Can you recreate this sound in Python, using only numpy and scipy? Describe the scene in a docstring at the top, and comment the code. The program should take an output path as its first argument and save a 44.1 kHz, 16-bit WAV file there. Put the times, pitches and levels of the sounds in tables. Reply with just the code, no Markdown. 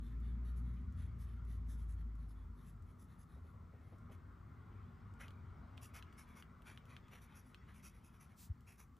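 """A fountain pen writes on a pad of paper near a stereo microphone, in a quiet room.
Each stroke excites nib and paper resonances with fibre clicks; tip noise and damped modes tick at the nib.
The hand moves to a new line in soft noise puffs, rubs the page, then brushes it and bumps the desk.
Outside, a harmonic engine tone drones and fades while filtered noise carries two far vehicles,
over low noise swells, far traffic and microphone hiss."""
import sys
import numpy as np
from scipy import signal
from scipy.fft import rfft, irfft, next_fast_len
from scipy.io import wavfile
from scipy.ndimage import uniform_filter1d

SR = 44100
rng = np.random.default_rng(int(sys.argv[2]) if len(sys.argv) > 2 else 0)


def transcribe(u):
    """Save the signal u as a 16-bit wav file named by the first command-line argument.

    u: samples, shape (n,) or (channels, n), limited to [-1, 1]; the rate is SR.
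    q: integer samples, one column per channel.
    """
    v = np.clip(np.atleast_2d(u).T, -1, 1)
    q = np.round(v * 32767).astype(np.int16)
    wavfile.write(sys.argv[1], SR, q)


N = 396459
TIME = np.arange(N) / SR

# rumble of traffic through the walls: (frequency [Hz], relative level [dB])
RUMBLE = [(15, -58), (30, -19.5), (45, -3.5), (58, 2.5), (80, 3), (105, -0.5), (135, -3), (165, -5),
          (195, -7.5), (245, -6), (290, -18), (390, -20.5), (550, -37), (900, -46.5), (4000, -110)]


def amp(db):
    """Decibel law: 20 dB is a tenfold amplitude."""
    return 10 ** (np.asarray(db) / 20)


def evened(x):
    """Power normalisation to an rms of 1."""
    return x / np.sqrt(np.mean(x ** 2) + 1e-30)


def read(points, hz):
    """Interpolation of a spectrum on a log-frequency axis, as hearing spaces pitch."""
    f, value = np.transpose(points)
    return np.interp(np.log(hz + 1), np.log(f + 1), value)


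def along(rows, t):
    """Linear interpolation in time of every column after the first."""
    s, *columns = np.transpose(rows)
    return [np.interp(t, s, c) for c in columns]


def add(mix, s, sound):
    """Superposition: a sound is summed into the mix from time s on."""
    start = round(s * SR)
    sound = sound[max(-start, 0):]
    part = mix[max(start, 0):][:len(sound)]
    part += sound[:len(part)]


def band(x, lo_hz, hi_hz, order=2):
    """Band-pass filtering with a Butterworth response."""
    sos = signal.butter(order, [lo_hz, min(hi_hz, .49 * SR)], "band", fs=SR, output="sos")
    return signal.sosfilt(sos, x)


def drift(size, hz):
    """Low-passed noise: slow chance of rms 1, changing about hz times a second."""
    f = np.fft.rfftfreq(size, 1 / SR)
    noise = rfft(rng.standard_normal(size))
    return evened(irfft(noise * np.exp(-(f / hz) ** 2), size))


def swell(t, rise, fall, squareness=2.7):
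    """Bell-shaped motion: peak 1 at t = 0, down to 1/e after the rise or fall time."""
    return np.exp(-abs(t / np.where(t < 0, rise, fall)) ** squareness)


def nearness(t, s, width_s):
    """Inverse-distance law for a pass on a straight road: 1 at time s, 3 dB less width_s away."""
    return 1 / np.hypot(1, (t - s) / width_s)


def diffuse(spectrum, shift=1, patchy_db=1.0, size=2048):
    """Diffuse-field coherence: noise partly alike at two ports; shift scales its frequencies."""
    # likeness of the ports in diffuse sound: (frequency [Hz], correlation [0-1])
    likeness = [(60, 1), (150, 0.96), (300, 0.87), (750, 0.43), (1200, 0.64), (2200, 0.97), (6000, 0.98),
                (8000, 0.94), (10000, 0.92), (15000, 0.85)]
    hop = size // 4
    t = np.arange(N // hop + 5) * hop / SR
    hz = np.fft.rfftfreq(size, 1 / SR)
    a, b, c, d, patches = rng.standard_normal((len(t), len(hz), 5)).T
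    same = np.clip(read(likeness, hz), -1, 1)[:, None]
    left = a + 1j * b
    right = same * left + np.sqrt(1 - same ** 2) * (c + 1j * d)
    # the spectrum is patchy in time and frequency
    patches = uniform_filter1d(patches, size=6, axis=0)
    patches = evened(uniform_filter1d(patches, size=8, axis=1))
    scale = shift(t) if callable(shift) else shift
    colour_db = read(spectrum, hz[:, None] / scale) + patchy_db * patches
    frames = np.array([left, right]) * amp(colour_db)
    return evened(signal.istft(frames, nperseg=size, noverlap=size - hop)[1][:, :N])


def fibres(speed, base_rate_hz=2000, spread_db=2.5, smooth=0.91, tooth_db=1.33):
    """Stick-slip on paper fibres: random clicks, denser as the nib runs faster, over a smooth slide."""
    chance, size = rng.random((2, len(speed)))
    sign, slide = rng.standard_normal((2, len(speed)))
    density = 0.41 + 0.71 * speed  # scales the base rate of catches
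    height = amp(spread_db * np.minimum(-np.log(1 - size), 3.5))  # most catches are small, a few large
    catches = (chance < base_rate_hz * density / SR) * np.sign(sign) * height
    friction = evened(catches / np.sqrt(density)) + smooth * slide
    return friction * amp(tooth_db * drift(len(speed), 100))


def strokes(body_db=1.5, ripple_db=4.0, paper_width_hz=200, paper_spread=0.044,
            nib_db=2.0, nib_width_hz=230, size=16384):
    """Source-filter principle: fibre clicks excite nib and paper resonances that vary over the page."""
    # pen strokes, timed between the 1/e points of their speed: (start [s], length [s],
    # level of 4.5-9 kHz at full speed [dB], weight: level of 0.3-4.5 kHz relative to it, less body_db [dB])
    stroke_rows = [(0, 0.14, -89.5, 10), (.22, 0.12, -92.5, 14.5), (0.439, 0.086, -85.5, 9),
                   (.557, 0.054, -83, 2), (.63, 0.17, -93.5, 12), (.972, 0.089, -82.5, 9),
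                   (1.193, 0.057, -78.5, 0.5), (1.249, 0.12, -91.5, 11), (1.477, 0.097, -82.5, 5),
                   (1.685, 0.071, -75, -0.5), (1.777, 0.072, -84, 2.5), (1.887, 0.057, -80, 2),
                   (1.975, 0.063, -93, 13), (2.18, 0.086, -94.5, 11.5), (2.285, 0.049, -85, 0),
                   (2.349, .11, -101, 16), (2.564, 0.11, -90.5, 8), (2.65, .065, -81.5, 0.5),
                   (2.87, .063, -92.5, 10), (2.99, 0.059, -80.5, -4), (3.083, 0.077, -90, 10.5),
                   (3.19, 0.048, -80.5, 0), (3.287, 0.1, -92, 9.5), (3.434, 0.1, -96.5, 10),
                   (3.8, .2, -100, 10), (4.115, .04, -82.5, 9.5), (5.198, 0.055, -71.5, 12),
                   (5.225, 0.062, -93, 25), (5.818, 0.056, -67, -1), (5.943, .046, -66, 6.5),
                   (6.177, 0.055, -70.5, 3.5), (6.275, 0.067, -85.5, 10.5), (6.357, 0.062, -73.5, 7.5),
                   (6.658, 0.088, -74, 12), (6.885, .086, -82, 15), (7.115, 0.073, -76, 11.5),
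                   (7.213, .047, -76.5, 2.5), (7.294, 0.095, -91, 18.5), (7.354, 0.054, -72.5, -2),
                   (7.452, 0.072, -86, 2), (7.68, 0.055, -87.5, 19), (7.742, .07, -79.5, 5.5),
                   (7.834, 0.057, -66, -0.5), (7.935, .066, -86.5, 5), (8.035, .065, -79.5, 2.5),
                   (8.13, 0.048, -85.5, 8.5), (8.2, 0.054, -75.5, 2), (8.292, 0.054, -90, 12.5),
                   (8.672, 0.072, -75, 5.5), (8.781, 0.057, -72, 3)]
    # scratch colour at the end of a line: (frequency [Hz], relative level [dB])
    line_end = [(900, -12), (1800, 0.5), (2700, -12), (3500, -11), (4500, -11), (6500, -4.5), (7100, -12),
                (7700, -7), (8700, -12.5), (10200, 9.5), (11800, 5), (13000, -5), (15500, -16)]
    # scratch colour on the fresh line: (frequency [Hz], relative level [dB])
    new_line = [(700, -5.5), (1200, 1.5), (2000, -3), (2330, 1), (2900, -7.5), (3400, -6.5), (4300, -15),
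                (5100, -17.5), (5750, -9), (7100, -18.5), (8800, -20.5), (10100, 0.5), (12200, -5.5),
                (15500, -21)]
    new_line_s = 4.0
    # the fizz above 9 kHz has level fizz_ref_db on a stroke of stroke_ref_db at zero weight
    stroke_ref_db, fizz_ref_db = -80, -74
    fizz_growth = .78  # dB gained per dB of scratch
    fizz_damping = 0.11  # dB lost per dB of weight
    out = np.zeros(N)
    t = (np.arange(size) - size / 2) / SR
    hz = np.fft.rfftfreq(size, 1 / SR)
    zone = np.digitize(hz, [300, 4500, 9000])
    knots = np.arange(0, SR / 2, 180)
    for start, length, db, weight in stroke_rows:
        # share of the stroke spent speeding up; paper resonance, its fall per dB of weight, its height
        if start < new_line_s:
            colour = line_end
            share, sheet_hz, sag_hz, paper_db = .43, 3550, 3, 8.8
        else:
            colour = new_line
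            share, sheet_hz, sag_hz, paper_db = .28, 2540, 36.5, 5
        rise = share * length
        starting = swell(t, rise, rise, squareness=2.27)
        coasting = swell(t, rise, length - rise, squareness=1.96)
        speed = np.where(t < 0, starting, coasting)
        paper_hz = (sheet_hz - sag_hz * weight) * (1 + paper_spread * rng.standard_normal())
        place_db = ripple_db * np.interp(hz, knots, rng.standard_normal(len(knots)))
        place_db += paper_db / (1 + ((hz - paper_hz) / paper_width_hz) ** 2)  # the sheet rings under the nib
        nib_hz = rng.uniform(4850, 6800)  # the tines ring higher or lower as they flex
        place_db += nib_db / (1 + ((hz - nib_hz) / nib_width_hz) ** 2)
        spectrum = rfft(fibres(speed)) * amp(read(colour, hz) + place_db)
        fizz_db = fizz_ref_db + fizz_growth * (db - stroke_ref_db) - fizz_damping * weight
        # body, scratch and fizz bands each get their own level
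        for k, zone_db in enumerate([db + weight + body_db, db, fizz_db]):
            part = irfft(spectrum * (zone == k + 1)) * speed
            part *= np.linalg.norm(speed) / np.linalg.norm(part)
            add(out, start + rise + t[0], amp(zone_db) * part)
    return out


def ticks(ring_db=-1.0, snap_s=0.00042, rattle_db=-17, rattle_s=0.015, size=1500, count=176):
    """Impact and modal decay: the tip snaps on the paper and the gripped pen rings for milliseconds."""
    # the nib lands on or leaves the paper: (time [s], level of the pen's ring, less ring_db [dB])
    tick_rows = [(0.202, -84), (0.925, -86), (1.451, -82), (2.154, -86), (2.8241, -85), (3.9845, -86),
                 (4.121, -73), (5.139, -78), (5.2821, -59), (5.307, -67), (5.7739, -69), (5.7782, -56),
                 (5.9895, -64), (6.0257, -55.5), (6.1267, -69), (6.4247, -56.5), (6.6208, -70),
                 (6.7752, -55), (6.8552, -71), (6.9661, -54), (7.083, -69), (7.5457, -56), (8.6076, -78),
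                 (8.9674, -78)]
    # pen modes before the grip tunes them: (frequency [Hz], relative level [dB], 60 dB decay time [s])
    pen_modes = [(1270, 4, 0.0043), (1660, -17, 0.0069), (2680, -2, 0.012), (3140, 12.5, 0.002),
                 (3758, -2, 0.0041), (4200, -16, 0.018), (7100, -31, .004), (9600, -9, .003)]
    pen_hz, grip_hz = 3000, 3010  # centre of the ring in the table, and as the grip tunes it
    # the snap hardly grows with the blow: its level on a tick of tick_ref_db, and dB gained per dB
    tick_ref_db, snap_ref_db, snap_growth = -57, -74.5, 0.16
    out, t = np.zeros(N), np.arange(size) / SR
    for s, db in tick_rows:
        grip = grip_hz / pen_hz * (1 + 0.065 * rng.standard_normal(len(pen_modes)))
        pen = np.zeros(size)
        for k, (hz, mode_db, t60) in enumerate(pen_modes):
            sign = (-1) ** k  # neighbouring modes swing in opposite directions
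            pen += sign * amp(mode_db - 60 * t / t60) * np.sin(2 * np.pi * hz * grip[k] * t)
        decay = np.exp(-t / snap_s) + amp(rattle_db) * np.exp(-t / rattle_s)
        tip = band(rng.standard_normal(size) * decay, 4900, 14400)
        pen = band(pen, 1200, 13000)
        snap_db = snap_ref_db + snap_growth * (db - tick_ref_db)
        # levels refer to the first count samples, about 4 ms
        ring = amp(db + ring_db) * pen / pen[:count].std()
        snap = amp(snap_db) * tip / tip[:count].std()
        add(out, s, ring + snap)
    return out


def shuffles(attack_s=0.0038, decay_s=0.021, size=4000):
    """Friction bursts: dull band-limited noise puffs as the hand skips across the pad."""
    # small soft jerks of the hand: (time [s], level of 280-700 Hz before the envelope [dB])
    jerks = [(3.362, -63.5), (3.442, -64), (3.535, -64), (3.62, -65), (3.73, -62), (3.809, -64),
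             (3.923, -60), (4.093, -58)]
    out, t = np.zeros(N), np.arange(size) / SR
    for s, db in jerks:
        skin = rng.standard_normal(size)
        puff = evened(band(skin, 280, 700)) + 0.15 * evened(band(skin, 800, 1800))
        envelope = np.exp(-t / decay_s) * (1 - np.exp(-t / attack_s))
        add(out, s, amp(db) * puff * envelope)
    return out


def rub():
    """Sliding friction: the side of the hand hisses on the page, louder as it moves faster."""
    # slides of the hand: (time at its fastest [s], rise [s], fall [s], level [dB])
    slides = [(.3, 1.2, 2.1, -81.5), (3.9, 0.18, 0.43, -85), (4.95, 0.43, 1, -82), (6.3, 0.67, 0.19, -75.5),
              (7.25, 0.6, 1.25, -77)]
    # colour of the rub: (frequency [Hz], relative level [dB])
    rub_colour = [(600, -26), (1500, 6), (2200, 5.5), (2800, -3.5), (3400, -3), (4000, -10.5),
                  (5500, -11.5), (9000, -28.5)]
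    power = sum((amp(db) * swell(TIME - s, rise, fall)) ** 2 for s, rise, fall, db in slides)
    return np.sqrt(power) * diffuse(rub_colour, patchy_db=4.5, size=1024)


def brush(s=8.42, rise=0.042, fall=0.051, level_db=-63.0):
    """Broadband friction noise: the hand sweeps off the page with an even, bright swish."""
    swish = evened(band(rng.standard_normal(N), 3600, 18300, order=1))
    return amp(level_db) * swish * swell(TIME - s, rise, fall)


def bump(s=8.4995, hz=84, level_db=-35.5, peak_s=.011, rise=.012, fall=.015, sag=9.0):
    """Damped oscillation: a thud of the desk that sinks in pitch, passing hz at its peak."""
    t = np.arange(-4 * rise, 6 * fall, 1 / SR)
    out = np.zeros(N)
    thud = np.sin(2 * np.pi * hz * t * (1 - sag * (t - 2 * peak_s)))
    add(out, s + t[0], amp(level_db) * thud * swell(t - peak_s, rise, fall))
    return out


def engine(waver=0.67, follow=0.17):
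    """Harmonic synthesis: a firing tone fades; the room swells its fundamental more than its overtones."""
    # engine outside: (time [s], firing rate [Hz], level before the harmonic's own [dB])
    engine_curve = [(0, 54.5, -45.5), (.1, 53.2, -48), (.18, 57.75, -41.5), (.7, 60, -41), (.86, 59.8, -51),
                    (1.3, 57.7, -48), (1.53, 56.9, -44), (2.05, 54.7, -43), (2.6, 50.2, -55.5),
                    (2.95, 47.54, -59)]
    # harmonics: (multiple of the firing rate [-], relative level [dB])
    orders = [(1, -0.5), (2, -15), (3, -19), (4, -25.5)]
    pass_s, width_s, pass_db = 0.82, 0.43, -44.5  # the overtones swell as the engine goes by
    hz, db = along(engine_curve, TIME)
    turns = np.cumsum(hz) / SR
    passing = amp(pass_db) * nearness(TIME, pass_s, width_s)
    overtones = amp(db) ** follow * passing ** (1 - follow)
    tone = np.zeros(N)
    for k, order_db in orders:
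        if k == 1:
            height = amp(db)
        else:
            height = overtones * (1 + waver * (drift(N, 3.8) + 1j * drift(N, 6.3)))  # unsteady
        tone += amp(order_db) * (height * np.exp(2j * np.pi * (k * turns + rng.random()))).real
    fade = np.clip((3.1 - TIME) / 0.35, 0, 1)
    return np.sqrt(2) * tone * fade  # root 2 makes the levels rms


def vehicle(s, width_s, rumble_db, tyre_db):
    """Inverse-distance spreading: rumble and tyre wash swell and fade; the wash brightens when close."""
    # far wash of tyres: (frequency before brightening [Hz], relative level [dB])
    wash = [(200, -1), (380, 0), (480, -4.5), (620, -5), (850, -3), (1080, 2), (1350, 1), (1580, -10.5),
            (2050, -10), (2450, -21), (3300, -23.5), (4500, -30.5), (9000, -64)]
    tyre_lag_s = 0.36  # the wash peaks this long after the rumble
    tyre_fall = 1.05  # power by which the wash falls with distance
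    brightening = .05  # greatest share by which the wash rises in pitch
    rumble = diffuse(RUMBLE, patchy_db=2.0, size=4096) * nearness(TIME, s, width_s)

    def rise_in_pitch(t):
        """Frequency scaling of the wash by closeness."""
        return 1 + brightening * nearness(t, s + tyre_lag_s, width_s) ** 2

    tyres = diffuse(wash, rise_in_pitch, patchy_db=2.46)
    tyres = tyres * nearness(TIME, s + tyre_lag_s, width_s) ** tyre_fall
    return amp(rumble_db) * rumble + amp(tyre_db) * tyres


def low_swells():
    """Narrow-band resonance: low noise swells and sinks, sliding in pitch from swell to swell."""
    # the room booming with traffic and, at 7.92 s, the desk swaying briefly under the pen:
    # (time at the top [s], rise [s], fall [s], level [dB], pitch [Hz])
    swell_rows = [(1.08, 0.36, 0.16, -47.5, 81.2), (1.8, 0.72, 0.39, -53, 85.2),
                  (2.42, 0.063, .1, -50.5, 80.3), (2.82, 0.17, 0.23, -60, 85),
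                  (3.65, 0.26, 0.8, -59.5, 88.4), (5.05, 0.62, 1, -57, 93), (7.92, 0.065, 0.16, -59, 55.6)]
    # resonance as centred at centre_hz: (frequency [Hz], relative level [dB])
    resonance = [(15, -73), (50, -29), (68, -17), (79, 3.5), (85, 7), (91, 8.5), (104, -11.5), (170, -52.5),
                 (500, -120)]
    centre_hz = 85
    power = sum((amp(db) * swell(TIME - s, rise, fall)) ** 2 for s, rise, fall, db, hz in swell_rows)
    noise = diffuse(resonance, lambda t: along(swell_rows, t)[-1] / centre_hz, patchy_db=0.0, size=8192)
    return np.sqrt(power) * noise


def background(rumble_db=-64.5, hiss_db=-85.5):
    """Stationary noise: the rumble of streets further off and the microphone's own hiss."""
    # microphone hiss: (frequency [Hz], relative level [dB])
    hiss_colour = [(100, 0), (3500, 1), (6000, .3), (8500, -1.5), (11000, -3.7), (13000, -2.7),
                   (15000, 1.5)]
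    rumble = diffuse(RUMBLE, patchy_db=3.0, size=4096)
    hiss = diffuse(hiss_colour, patchy_db=0.5, size=1024)
    return amp(rumble_db) * rumble + amp(hiss_db) * hiss


def room(x, t60, wet_db, size=12000):
    """Reverberation by convolution: a short, decaying noise tail, different at each port."""
    t = np.arange(size) / SR
    tail = rng.standard_normal((2, size)) * amp(-60 * t / t60) * (t > .002)
    tail /= np.linalg.norm(tail[0])
    return x + amp(wet_db) * signal.fftconvolve(x[None], tail, axes=1)[:, :N]


def scene():
    """Superposition of near and far fields: pen, hand and desk close by, the street far behind."""
    # passing vehicles: (time when nearest [s], time for nearness to fall by 3 dB [s],
    # rumble level [dB], tyre wash level [dB])
    vehicles = [(.45, 1.11, -53, -71.5), (5.15, 1.5, -59, -66.5)]
    hand = room(strokes() + shuffles() + brush(), t60=0.071, wet_db=-30.0)
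    writing = hand + room(ticks(), t60=0.11, wet_db=-9.0)
    street = engine() + sum(vehicle(*row) for row in vehicles)
    return writing + rub() + bump() + street + low_swells() + background()


def record(dry, edge_hz=15800):
    """Interchannel phase and level differences of two microphone ports, then a low-pass band limit."""
    # phase between the ports: (frequency [Hz], lead of the left [rad])
    port_phase = [(400, 0), (1100, -.45), (2000, -.1), (3300, .55), (4900, 0), (8400, 0), (9400, -3.1),
                  (11100, -6.3), (12700, -9.4), (13850, -12.5), (14400, -12.6), (15300, -15.7)]
    # balance of the ports: (frequency [Hz], left minus right [dB])
    balance = [(50, 0.94), (250, 2.5), (600, 0), (1300, 4), (2000, 0.3), (4000, 0)]
    size = next_fast_len(N + 4096)
    hz = np.fft.rfftfreq(size, 1 / SR)
    lean_db = read(balance, hz) / 2
    ports = np.array([amp(lean_db), amp(-lean_db) * np.exp(-1j * read(port_phase, hz))])
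    heard = irfft(rfft(dry, size) * ports, size)[:, :N]
    low_pass = signal.firwin(511, edge_hz, window=("kaiser", 9), fs=SR)
    return signal.oaconvolve(heard, low_pass[None], "same")


dry = scene()
out = record(dry)
transcribe(out)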